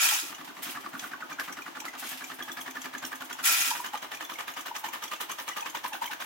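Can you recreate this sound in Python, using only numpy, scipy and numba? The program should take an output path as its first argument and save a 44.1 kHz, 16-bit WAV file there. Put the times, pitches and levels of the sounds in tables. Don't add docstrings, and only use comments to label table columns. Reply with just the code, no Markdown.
import sys
import numpy as np
from scipy import signal
from scipy.fft import rfft, irfft
from scipy.io import wavfile
from numba import njit

SR = 44100
rng = np.random.default_rng(int(sys.argv[2]) if len(sys.argv) > 2 else 0)


def wav_out(sig):
    wavfile.write(sys.argv[1], SR, np.round(np.clip(np.atleast_2d(sig).T, -1, 1) * 32767).astype(np.int16))


N = 275625
T = np.arange(N) / SR
SIDES = np.array([[1], [-1]])
BEAT_S = 4000 / SR
TOP_HZ = 15950


def amp(db):
    return 10 ** (np.asarray(db) / 20)


def unit(x):
    return x / np.sqrt(np.mean(x ** 2))


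def low_cut(x, hz):
    return signal.sosfilt(signal.butter(2, hz, "high", fs=SR, output="sos"), x)


def colour(x, points, size=4096):
    hz, db = np.transpose(points)
    bins = np.maximum(np.fft.rfftfreq(size, 1 / SR), 1)
    gain = amp(np.interp(np.log(bins), np.log(hz), db))
    cepstrum = irfft(np.log(gain))
    cepstrum[1:size // 2] *= 2
    cepstrum[size // 2 + 1:] = 0
    impulse = irfft(np.exp(rfft(cepstrum)))
    return unit(signal.fftconvolve(x, impulse[None])[:, :N])


def noise(side_db):
    mid, side = rng.standard_normal((2, N))
    return unit(mid + amp(side_db) * side * SIDES)


def contacts(per_s, spread_db):
    hits = (rng.random(N) < per_s / SR) * rng.choice([-1, 1], N)
    return unit(hits * amp(spread_db * np.clip(rng.standard_normal(N), -2, 2)))


def grains(per_s, spread_db, side_db):
    return unit(contacts(per_s, spread_db) * noise(side_db))


def tails(hits, fall_s):
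    return signal.lfilter([1], [1, -np.exp(-1 / (fall_s * SR))], np.abs(hits))


def swell(age, rise_s, fall_s):
    return np.exp(np.minimum(age / rise_s, -age / fall_s))


def blows(times, levels_db, rise_s, fall_s, lag=2):
    out = np.zeros(N)
    for s, db in zip(times, levels_db):
        near = slice(max(int(s * SR) - SR // 20, 0), int(s * SR) + SR // 5)
        out[near] += amp(db) * swell(T[near] - s - lag * rise_s, rise_s, fall_s)
    return out


def gestures(moves, attack_s, sag_db_per_s, release_db_per_s):
    out = np.zeros(N)
    for start_s, db, hold_s in moves:
        age = T - start_s
        held = np.maximum(age - attack_s, 0)
        drop_db = sag_db_per_s * held + release_db_per_s * np.maximum(held - hold_s, 0)
        out += np.clip(age / attack_s, 0, 1) ** 2 * amp(db - drop_db)
    return out


@njit
def ping_cloud(rows, fall_s, n):
    out = np.zeros((2, n))
    for s, hz, size, left, right in rows:
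        step = np.exp((2j * np.pi * hz - 1 / fall_s) / SR)
        a, b = size * np.exp(1j * left), size * np.exp(1j * right)
        start = int(s * SR)
        for i in range(start, min(start + int(5 * fall_s * SR), n)):
            a, b = a * step, b * step
            out[0, i] += a.imag
            out[1, i] += b.imag
    return out


def pings(count, spread_db, fall_s, width_rad):
    when, height, cycle = rng.random((count, 3)).T
    size, skew = np.clip(rng.standard_normal((count, 2)), -2, 2).T
    size = amp(spread_db * size) * np.sqrt(height)
    left, right = 2 * np.pi * cycle + width_rad * skew * SIDES
    rows = np.column_stack([when * N / SR, TOP_HZ * height ** 2, size, left, right])
    return unit(ping_cloud(rows, float(fall_s), N))


def rings(times, levels_db, pitches_hz, gain_db, rise_s, fall_s, width_rad, sag_per_s=0):
    out = np.zeros((2, N))
    for s, db, hz, width in zip(times, levels_db, pitches_hz, np.broadcast_to(width_rad, len(times))):
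        near = slice(max(int(s * SR) - SR // 50, 0), int(s * SR) + SR // 10)
        age = T[near] - s
        envelope = amp(db + gain_db) * swell(age - 0.876 * rise_s, rise_s, fall_s)
        phase = 2 * np.pi * hz * age * (1 - sag_per_s * age / 2)
        out[:, near] += envelope * np.sin(phase + rng.choice([-1, 1]) * width * SIDES)
    return out


def modes(hits, table):
    ring = 0
    for hz, width_hz, db in table:
        r, w = np.exp(-np.pi * width_hz / SR), 2 * np.pi * hz / SR
        mode = signal.lfilter([1, 0, -1], [1, -2 * r * np.cos(w), r * r], hits * noise(side_db=-1))
        ring = ring + amp(db) * np.sqrt(1 - r) * mode
    return unit(low_cut(ring, 800))


# start in seconds, level in dB, hold in seconds.
POURS = [(-.045, -25, 0.16), (3.42, -25, 0.23)]
# time in seconds, level in dB.
CLUMPS = [(.014, -37), (0.047, -32), (.086, -25), (0.107, -25), (0.186, -30), (3.453, -38), (3.475, -32),
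          (3.522, -26), (3.549, -27), (3.654, -32), (3.702, -27)]
# pitch in Hz, bandwidth in Hz, level in dB.
TRAY_MODES = [(1372, 81, 1.5), (1660, 210, -0.5), (1900, 130, 1.5), (2475, 165, 8.5), (2970, 190, 1),
              (3280, 63, 0), (3530, 120, -1), (3850, 57, -3), (5030, 69, -1), (5750, 190, 0),
              (6780, 61, 1.5), (8000, 64, -7), (8350, 79, -11), (9400, 47, -6), (11050, 160, 1.5),
              (12300, 45, -17)]
# frequency in Hz, gain in dB.
CLICK_EQ = [(60, -48), (200, -36), (480, -23), (750, -2.5), (1050, -2), (1400, 3.5), (2000, -11),
            (2900, -3), (4400, 1), (6500, 3), (9000, -0.5), (12000, 0.5), (16000, -1)]

def pour(ring_db=-4, click_db=-3):
    stream = gestures(POURS, attack_s=0.034, sag_db_per_s=32, release_db_per_s=98)
    clumps = blows(*np.transpose(CLUMPS), rise_s=0.0023, fall_s=0.0034)
    hits = contacts(per_s=2200, spread_db=3)
    chatter = tails(hits, fall_s=0.0049) * pings(90000, spread_db=2, fall_s=0.0013, width_rad=1.13)
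    ring = amp(ring_db) * modes(hits, TRAY_MODES)
    clicks = amp(click_db) * colour(chatter, CLICK_EQ)
    return np.hypot(stream, clumps) * (ring + clicks)


# frequency in Hz, gain in dB.
WHIR_EQ = [(25, -49), (60, -11), (110, -5), (200, -12), (300, -16), (450, -3), (700, 7), (930, 10.5),
           (1400, 1.5), (3200, 0.5), (4500, -7), (6500, -7), (9000, -18.5), (16000, -9.5)]

def whir(level_db=-49):
    return amp(level_db) * colour(noise(side_db=1), WHIR_EQ)


# time in seconds, level in dB, pitch in Hz.
BEAN_STRIKES = [(.011, -23, 6890), (.012, -26, 1350), (.014, -27, 11210), (.019, -35, 2450),
                (.033, -37, 6830), (.047, -25, 2560), (.072, -39, 6790), (.084, -32, 2400),
                (.089, -24, 3220), (.107, -36, 2400), (3.546, -24.5, 2440), (3.559, -36, 5140),
                (3.567, -30, 2380), (3.596, -30, 2520), (3.607, -24, 6600), (3.614, -27, 2400),
                (3.635, -35, 2470), (3.655, -28, 6700), (3.694, -33, 11200)]

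def bean_strikes():
    return rings(*np.transpose(BEAN_STRIKES), gain_db=-2.5, rise_s=0.0018, fall_s=0.0032, width_rad=0.23)


# time in seconds, brightness from 0 (dull) to 1.
BRIGHTNESS = [(.5, 0.4), (.75, 0), (1.25, 0.16), (2.05, 0.11), (2.55, 0.22), (3.25, 0.42), (3.9, 0.66),
              (5.2, 0.91), (6.25, 0.85)]

def brightness():
    return np.interp(T, *np.transpose(BRIGHTNESS))


def each_beat(at_s, rise_s, fall_s, scatter_db, jitter_s, hz=0, detune=0):
    clock = T - at_s + BEAT_S / 3
    beat = np.floor(clock / BEAT_S).astype(int) + 1
    size, late, sharp = rng.standard_normal((N // 1000, 3))[beat].T
    age = clock % BEAT_S - BEAT_S / 3 - jitter_s * late
    tone = np.cos(2 * np.pi * hz * (1 + detune * sharp) * age)
    return amp(scatter_db * size) * swell(age, rise_s, fall_s) * tone


# frequency in Hz, gain in dB.
THUD_EQ = [(60, -35), (140, -21.5), (195, -10), (228, -19), (270, -2.5), (330, 0.5), (390, -5), (470, -14),
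           (800, -16), (2000, -50), (8000, -70)]
DEEP_EQ = [(60, -44), (120, -25), (180, -2.5), (215, -2), (300, 5), (390, -24)]

def thuds(thud_db=-46, bright_drop_db=4, deep_db=-43.5, boom_db=-44.5):
    pulse = each_beat(0.0542, rise_s=0.0095, fall_s=0.032, scatter_db=1.5, jitter_s=0.002)
    bump = each_beat(0.0326, rise_s=0.0028, fall_s=0.014, scatter_db=-3.5, jitter_s=0.0008)
    thud = amp(thud_db - bright_drop_db * brightness()) * colour(noise(side_db=-6.5), THUD_EQ)
    deep_fader = amp(deep_db) * swell(T - 0.62, rise_s=0.38, fall_s=1)
    deep = deep_fader * colour(noise(side_db=-28.5), DEEP_EQ)
    boom_fader = amp(boom_db) * swell(T - 2.97, rise_s=1.4, fall_s=0.7)
    boom = each_beat(0.07, rise_s=0.049, fall_s=0.016, scatter_db=0.5, jitter_s=0.00027,
                     hz=258.7, detune=0.013)
    return pulse * thud + (bump + amp(-12) * pulse) * deep + boom_fader * boom


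# time in seconds, level in dB.
BEAN_SNAPS = [(.05, -29), (.279, -49), (.629, -36), (.705, -40), (1.994, -36), (2.088, -36), (3.436, -33),
              (3.454, -23), (3.474, -25), (3.521, -25), (3.805, -43), (5.209, -38)]

def bean_snaps():
    crisp = unit(low_cut(grains(per_s=6200, spread_db=2, side_db=-2), 7500))
    return blows(*np.transpose(BEAN_SNAPS), rise_s=0.0011, fall_s=0.0076) * crisp


# time in seconds, level in dB, pitch in Hz, stereo width in radians.
KNOCKS = [(0.057, -38, 970.0, 0.2), (0.078, -38, 970.0, 0.1), (0.122, -31.5, 857, 0.3),
          (0.158, -38, 944, 0.1), (1.386, -35, 1410, 0.12), (1.391, -28.5, 1620, 0.25),
          (1.396, -29, 1505, 0.12), (1.405, -40, 1650, 0.41), (1.819, -37, 900.0, 0.2),
          (3.352, -38, 910, 1.1), (3.712, -23, 936, 0.2), (3.721, -25.5, 940, 0.2),
          (3.749, -32.0, 924, 0.1), (3.801, -27.5, 976, 0.2), (3.941, -25.5, 832, 0),
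          (4.713, -29, 928, 0.1), (4.841, -26.5, 870.0, 0), (4.885, -33, 930.0, 0.4),
          (5.296, -29, 1050.0, 0.1), (5.48, -31, 924, 0.1), (5.624, -27.5, 890, 1.4),
          (5.65, -37, 990.0, 1.1), (5.747, -29, 930, 0.6), (5.849, -23, 1000, 0.42), (5.922, -33, 870, 0.0),
          (5.945, -31.5, 783, 0.1), (6.019, -22.5, 920.0, 0.98), (6.054, -31, 960, 0.0), (6.1, -37, 860, 0)]

def knocks():
    s, db, hz, width = np.transpose(KNOCKS)
    return rings(s, db, hz, gain_db=4, rise_s=0.0035, fall_s=0.0023, width_rad=width)


# time in seconds, level in dB, body against crack in dB.
CLACKS = [(0.279, -39, -27), (0.444, -41, -1), (0.629, -50, -10), (1.395, -33.5, 11.5), (1.851, -37.5, 9),
          (5.206, -32.5, -22)]
# frequency in Hz, gain in dB.
CRISP_EQ = [(200, -66), (700, -8), (1500, 1), (2800, 5.5), (4500, -0.5), (7000, -1.5), (10000, -3.5),
            (13000, 0), (16000, -11)]
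DULL_EQ = [(60, -58.5), (130, -8), (190, -7.5), (300, -6), (500, -25.5), (700, 0.5), (950, -3), (1200, 1),
           (1500, -1), (1820, 3), (2200, -6), (3400, -15), (5000, -16), (16000, -40)]

def clacks():
    s, db, body_db = np.transpose(CLACKS)
    crack = blows(s, db, rise_s=0.0015, fall_s=0.016) * colour(noise(side_db=-1.5), CRISP_EQ)
    body = blows(s, db + body_db, rise_s=0.0012, fall_s=0.005) * colour(noise(side_db=-4), DULL_EQ)
    return crack + low_cut(body, 600)


def beat_start(s):
    return np.floor(s / BEAT_S) * BEAT_S


def first_blow_times(s, settled_s=0.038, early_s=0.017, settling_s=2.07):
    return beat_start(s) + settled_s - early_s * np.exp(-s / settling_s)


# second blow's time in seconds, first blow's level in dB, its ring
# in Hz, second blow's level in dB, its pop's level in dB, pop pitch in Hz, closing hiss in dB.
BEATS = [(0.328, -40, 1240, -35, -42, 1180, -59), (0.414, -38.5, 1200, -37, -42, 1250, -63),
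         (0.503, -38.0, 1460.0, -52, -38.5, 1520.0, -72), (0.593, -37.5, 1190, -38, -44, 1180, -67),
         (0.681, -33, 1440, -42.0, -40, 1160, -65), (0.775, -31, 1660, -34, -32, 1265, -57),
         (0.864, -35.5, 1470, -32, -32, 1204, -49), (0.953, -33.5, 1430, -39, -30.5, 1490, -48),
         (1.043, -34, 1540, -42, -30, 1490, -51), (1.137, -35, 1410, -34, -28.5, 1570, -63.0),
         (1.226, -36, 1080, -47, -29, 1526, -56), (1.319, -34, 1780.0, -32, -32.5, 1600, -70),
         (1.409, -36.0, 1600.0, -51, -29, 1760.0, -55), (1.497, -33, 1230.0, -36, -34.5, 1540, -54),
         (1.591, -33.5, 1780, -34.5, -32.5, 1460, -52), (1.682, -34.5, 1400, -36, -35, 1160.0, -65.5),
         (1.772, -34.5, 1190, -33, -33.5, 1430, -50.0), (1.865, -34.5, 1090, -41, -36, 1370.0, -52),
         (1.954, -35, 1590.0, -34, -38, 1380, -52), (2.042, -32.5, 1490.0, -40, -41, 1520, -62.0),
         (2.133, -35.5, 1900, -38, -43, 1760, -64), (2.223, -34.5, 1440, -39, -34.5, 1700, -58),
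         (2.32, -33.5, 1290.0, -33, -41, 1190, -42.5), (2.408, -33, 1570, -45, -30.5, 1710, -45),
         (2.498, -34, 1230, -38.0, -30.5, 1710, -40.5), (2.591, -30, 1630, -36.5, -35, 1800, -39),
         (2.681, -32.5, 1170, -33, -31, 1820, -49), (2.771, -32.5, 1470.0, -34, -29, 1810, -62),
         (2.859, -32.5, 1450, -30, -32, 1740, -62), (2.952, -34.5, 1240, -34, -30, 1744, -57),
         (3.041, -31.5, 1570, -40, -30.5, 1636, -39.5), (3.132, -33.5, 1140, -34, -30, 1710, -46),
         (3.223, -34.5, 1050, -32.5, -31, 1480, -46), (3.314, -33.5, 1140.0, -34, -31.5, 1500.0, -51.0),
         (3.402, -31.5, 1510.0, -39, -35, 1450.0, -43), (3.769, -28, 1540.0, -46, -37, 1800, -59),
         (3.863, -30, 1700, -34, -44, 1730.0, -61), (3.956, -32, 1850.0, -31, -30, 1210, -53.0),
         (4.047, -31.5, 1710, -38, -35, 1250, -55.5), (4.14, -32, 1060, -36, -33, 1870, -52.0),
         (4.228, -32, 1750, -38.0, -34, 1220, -45), (4.322, -32, 1540, -38, -32, 1250.0, -47),
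         (4.409, -29, 1220, -31, -34.0, 1060, -51), (4.503, -30.5, 1640.0, -37, -45, 1290, -50),
         (4.595, -30.5, 1260, -35.0, -32, 1220.0, -45), (4.684, -29.5, 1820, -41, -34, 1510, -55),
         (4.768, -31.5, 1280, -40, -32, 1170, -40), (4.866, -30, 1050, -32.5, -41, 1180, -49),
         (4.959, -29, 1750, -42, -34, 1080.0, -53), (5.043, -31.5, 1250, -45, -43, 1140.0, -61),
         (5.137, -31, 1220, -29, -36, 1190, -55), (5.229, -29.5, 1180, -44, -32, 1200, -49.0),
         (5.325, -31, 1150, -46, -31, 1230.0, -52), (5.403, -31, 1790, -30, -44, 1710, -44),
         (5.499, -30.0, 2260, -36, -28, 1206, -57), (5.587, -28, 1690, -39, -32, 1210, -46.5),
         (5.674, -31, 1080, -46, -36, 1190, -48.0), (5.773, -30, 1140, -34, -36, 1790.0, -52.5),
         (5.862, -30.5, 1090, -32.5, -32, 1660, -40.5), (5.954, -31, 2700.0, -38, -32.5, 1560, -49),
         (6.044, -31, 1060.0, -31, -33, 1710, -42.5), (6.134, -31, 1490, -31.5, -33.5, 1640, -60),
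         (6.224, -30.5, 1160, -30.5, -31, 1634, -45)]
# frequency in Hz, gain in dB.
BRIGHT_EQ = [(60, -34), (130, -20), (190, -6), (500, -1.5), (850, 2), (1200, -0.5), (1800, -3),
             (2300, -2.5), (3400, 2.5), (4600, -8), (6300, -4), (8500, -11.5), (12500, -9.5), (16000, -6.5)]
# pitch in Hz, bandwidth in Hz, level in dB.
RATTLE_MODES = [(973, 310, 11), (1211, 27, 4.5), (1526, 120, 5), (1810, 79, 5.5), (2250, 440, 4.5),
                (2924, 160, 4), (3300, 230, -8), (6140, 110, -14.5)]

def rattle(dull_db=-4, bright_db=-4, ring_db=-2):
    s, first_db, _, second_db, *_ = np.transpose(BEATS)
    first = blows(first_blow_times(s), first_db - 0.5, rise_s=0.0047, fall_s=0.022, lag=0)
    second = blows(s, second_db, rise_s=0.0064, fall_s=0.005, lag=0)
    dull = amp(dull_db) * colour(pings(50000, spread_db=2, fall_s=0.0012, width_rad=0.5), DULL_EQ)
    bright = amp(bright_db) * colour(pings(50000, spread_db=3.5, fall_s=0.002, width_rad=0.92), BRIGHT_EQ)
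    ring = amp(ring_db) * modes(contacts(per_s=1000, spread_db=1), RATTLE_MODES)
    blend = brightness()
    return np.hypot(first, second) * (np.sqrt(1 - blend) * dull + np.sqrt(blend) * (bright + ring))


def pops(tail_centre_hz=1190):
    s, first_db, first_hz, _, pop_db, pop_hz, _ = np.transpose(BEATS)
    dullness = 1 - brightness()
    lead = rings(first_blow_times(s), first_db, first_hz,
                 gain_db=-4.5, rise_s=0.0016, fall_s=0.0067, width_rad=0.56)
    pop = rings(s - 0.002, pop_db + 3 * np.interp(s, T, dullness), pop_hz,
                gain_db=2, rise_s=0.0016, fall_s=0.003, width_rad=0.25, sag_per_s=12)
    tail_hz = tail_centre_hz * (1 + 0.024 * rng.standard_normal(len(s)))
    tail = rings(s + 0.00396, pop_db, tail_hz, gain_db=0.5, rise_s=0.002, fall_s=0.004, width_rad=0.35)
    return lead + pop + dullness * tail


def hiss(gain_db=2, at_s=0.0748):
    s, *_, db = np.transpose(BEATS)
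    swish = blows(beat_start(s) + at_s, db + gain_db, rise_s=0.0068, fall_s=0.012, lag=0)
    sand = pings(40000, spread_db=4.5, fall_s=0.0013, width_rad=1.05)
    return swish * unit(low_cut(sand, 9000))


# time in seconds, ring level in dB, pitch in Hz, scrape level in dB.
TICKS = [(0.346, -37, 2910, -43.5), (0.993, -36, 3410, -39), (1.326, -35.5, 2360, -43.5),
         (1.524, -39, 2180, -37), (1.62, -35.5, 2430, -47.5), (1.801, -36.5, 2370.0, -38),
         (1.882, -28.5, 2030, -45.5), (2.071, -43, 2420.0, -42), (2.24, -34, 2344, -40),
         (2.424, -31, 3340, -42.5), (2.516, -34, 3450.0, -41.5), (2.612, -33, 3270.0, -41.5),
         (2.708, -43, 2410, -44), (2.816, -39, 3255, -39.5), (2.979, -43, 3430.0, -39.5),
         (3.049, -36, 2850, -35), (3.154, -52, 3400.0, -43), (3.254, -49.0, 3300, -48.5),
         (3.327, -34.5, 3320.0, -37.5), (3.861, -35.0, 2980, -38.5), (3.886, -40, 3130, -56),
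         (3.973, -37, 3200, -41), (4.146, -39, 2460.0, -39.5), (4.17, -39, 2430.0, -48),
         (4.249, -35, 3450, -45), (4.336, -45.0, 3420.0, -42.5), (4.357, -34, 2190, -55),
         (4.537, -43, 2910.0, -46), (4.607, -41.0, 3030.0, -42), (4.762, -43, 2820, -34.5),
         (4.886, -36.5, 2310, -42.5), (5.037, -40, 3030, -34), (5.078, -39, 3330, -43.5),
         (5.16, -40.5, 2700.0, -47), (5.314, -40, 2930, -34.5), (5.486, -49, 2230, -36.5),
         (5.516, -32, 1960, -56), (5.534, -37, 2930, -50), (5.606, -35, 3260, -41), (5.628, -32, 2540, -49),
         (5.696, -41, 3110, -40.5), (6.058, -31.0, 3100, -40.5), (6.077, -32, 2210.0, -45.5)]
# frequency in Hz, gain in dB.
TICK_EQ = [(500, -11.5), (1500, 3), (2300, 7), (2750, 3), (3300, 6), (4400, -4), (5400, 0.5), (6200, 5),
           (7200, 4), (9000, -12), (12500, -3), (16000, -61)]

def ticks(upper_centre_hz=6133):
    s, ring_db, hz, scrape_db = np.transpose(TICKS)
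    grit = colour(pings(50000, spread_db=-3, fall_s=0.0025, width_rad=0.88), TICK_EQ)
    scrape = blows(s, scrape_db + 3, rise_s=0.0012, fall_s=0.0083) * grit
    crunch = grains(per_s=4000, spread_db=1, side_db=-8)
    edge = low_cut(blows(s, scrape_db - 2, rise_s=0.00087, fall_s=0.0063) * crunch, 4000)
    upper_hz = upper_centre_hz * (1 + 0.046 * rng.standard_normal(len(s)))
    upper = rings(s, scrape_db, upper_hz,
                  gain_db=2.5, rise_s=0.0044, fall_s=0.0029, width_rad=0.68, sag_per_s=3.1)
    ring = rings(s, ring_db, hz, gain_db=3, rise_s=0.0019, fall_s=0.0033, width_rad=0.62)
    return scrape + edge + upper + ring


# start in seconds, level in dB, hold in seconds.
DIGS = [(0.613, -41, 0.0094), (0.681, -44.5, 0.022), (0.957, -50, 0.02), (1.424, -52.5, 0.017),
        (1.967, -41, 0.042), (2.029, -39.5, 0.078), (2.21, -59, 1.7), (4.96, -57, 1.04)]

def dig(slide_db=-9, slip_db=-2, floor_db=-66):
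    slips = unit(tails(contacts(per_s=70, spread_db=11.5), fall_s=0.046))
    pushes = gestures(DIGS, attack_s=0.015, sag_db_per_s=4, release_db_per_s=165)
    effort = np.hypot(pushes, amp(floor_db)) * np.hypot(amp(slide_db), amp(slip_db) * slips)
    return effort * colour(pings(60000, spread_db=2, fall_s=0.00045, width_rad=0.94), CRISP_EQ)


# start in seconds, level in dB, hold in seconds.
SCOOP_SCRAPES = [(0.618, -47, 0.097), (1.038, -46.5, 0.024), (1.432, -46.5, 0.013), (2.062, -50, 0.032)]
# frequency in Hz, gain in dB.
SCRAPE_EQ = [(400, -20), (1200, 1), (2100, 6), (3200, 4.5), (4500, -7), (6200, -2), (9000, -9), (16000, -3)]

def scoop_scrapes():
    push = gestures(SCOOP_SCRAPES, attack_s=0.0037, sag_db_per_s=20, release_db_per_s=350)
    return push * colour(grains(per_s=1600, spread_db=-1, side_db=-8), SCRAPE_EQ)


def reflections(decay_s, predelay_s=0.00236, size=32768):
    age = np.arange(size) / SR - predelay_s
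    fade = (age > 0) * amp(-60 * np.abs(age) / decay_s)
    spectrum = rfft(rng.standard_normal(size) * fade)
    echo = irfft(spectrum / np.abs(spectrum)) * np.sqrt(fade)
    return echo / np.sqrt(np.sum(echo ** 2))


def kitchen(x, wet_db, decay_s):
    echoes = np.array([reflections(decay_s) for _ in SIDES])
    return x + amp(wet_db) * signal.fftconvolve(x, echoes, axes=1)[:, :N]


def scene():
    beans = pour() + bean_strikes() + bean_snaps() + dig() + scoop_scrapes()
    beans = kitchen(beans, wet_db=-1.5, decay_s=0.11)
    clatter = rattle() + pops() + thuds() + ticks() + hiss() + clacks() + knocks()
    clatter = kitchen(clatter, wet_db=-5, decay_s=0.26)
    return amp(2.5) * beans + amp(-2.34) * clatter + whir()


def record(dry):
    high_cut = signal.ellip(12, 0.1, 80, TOP_HZ, fs=SR, output="sos")
    return signal.sosfilt(high_cut, low_cut(dry, 48))


dry = scene()
out = record(dry)
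wav_out(out)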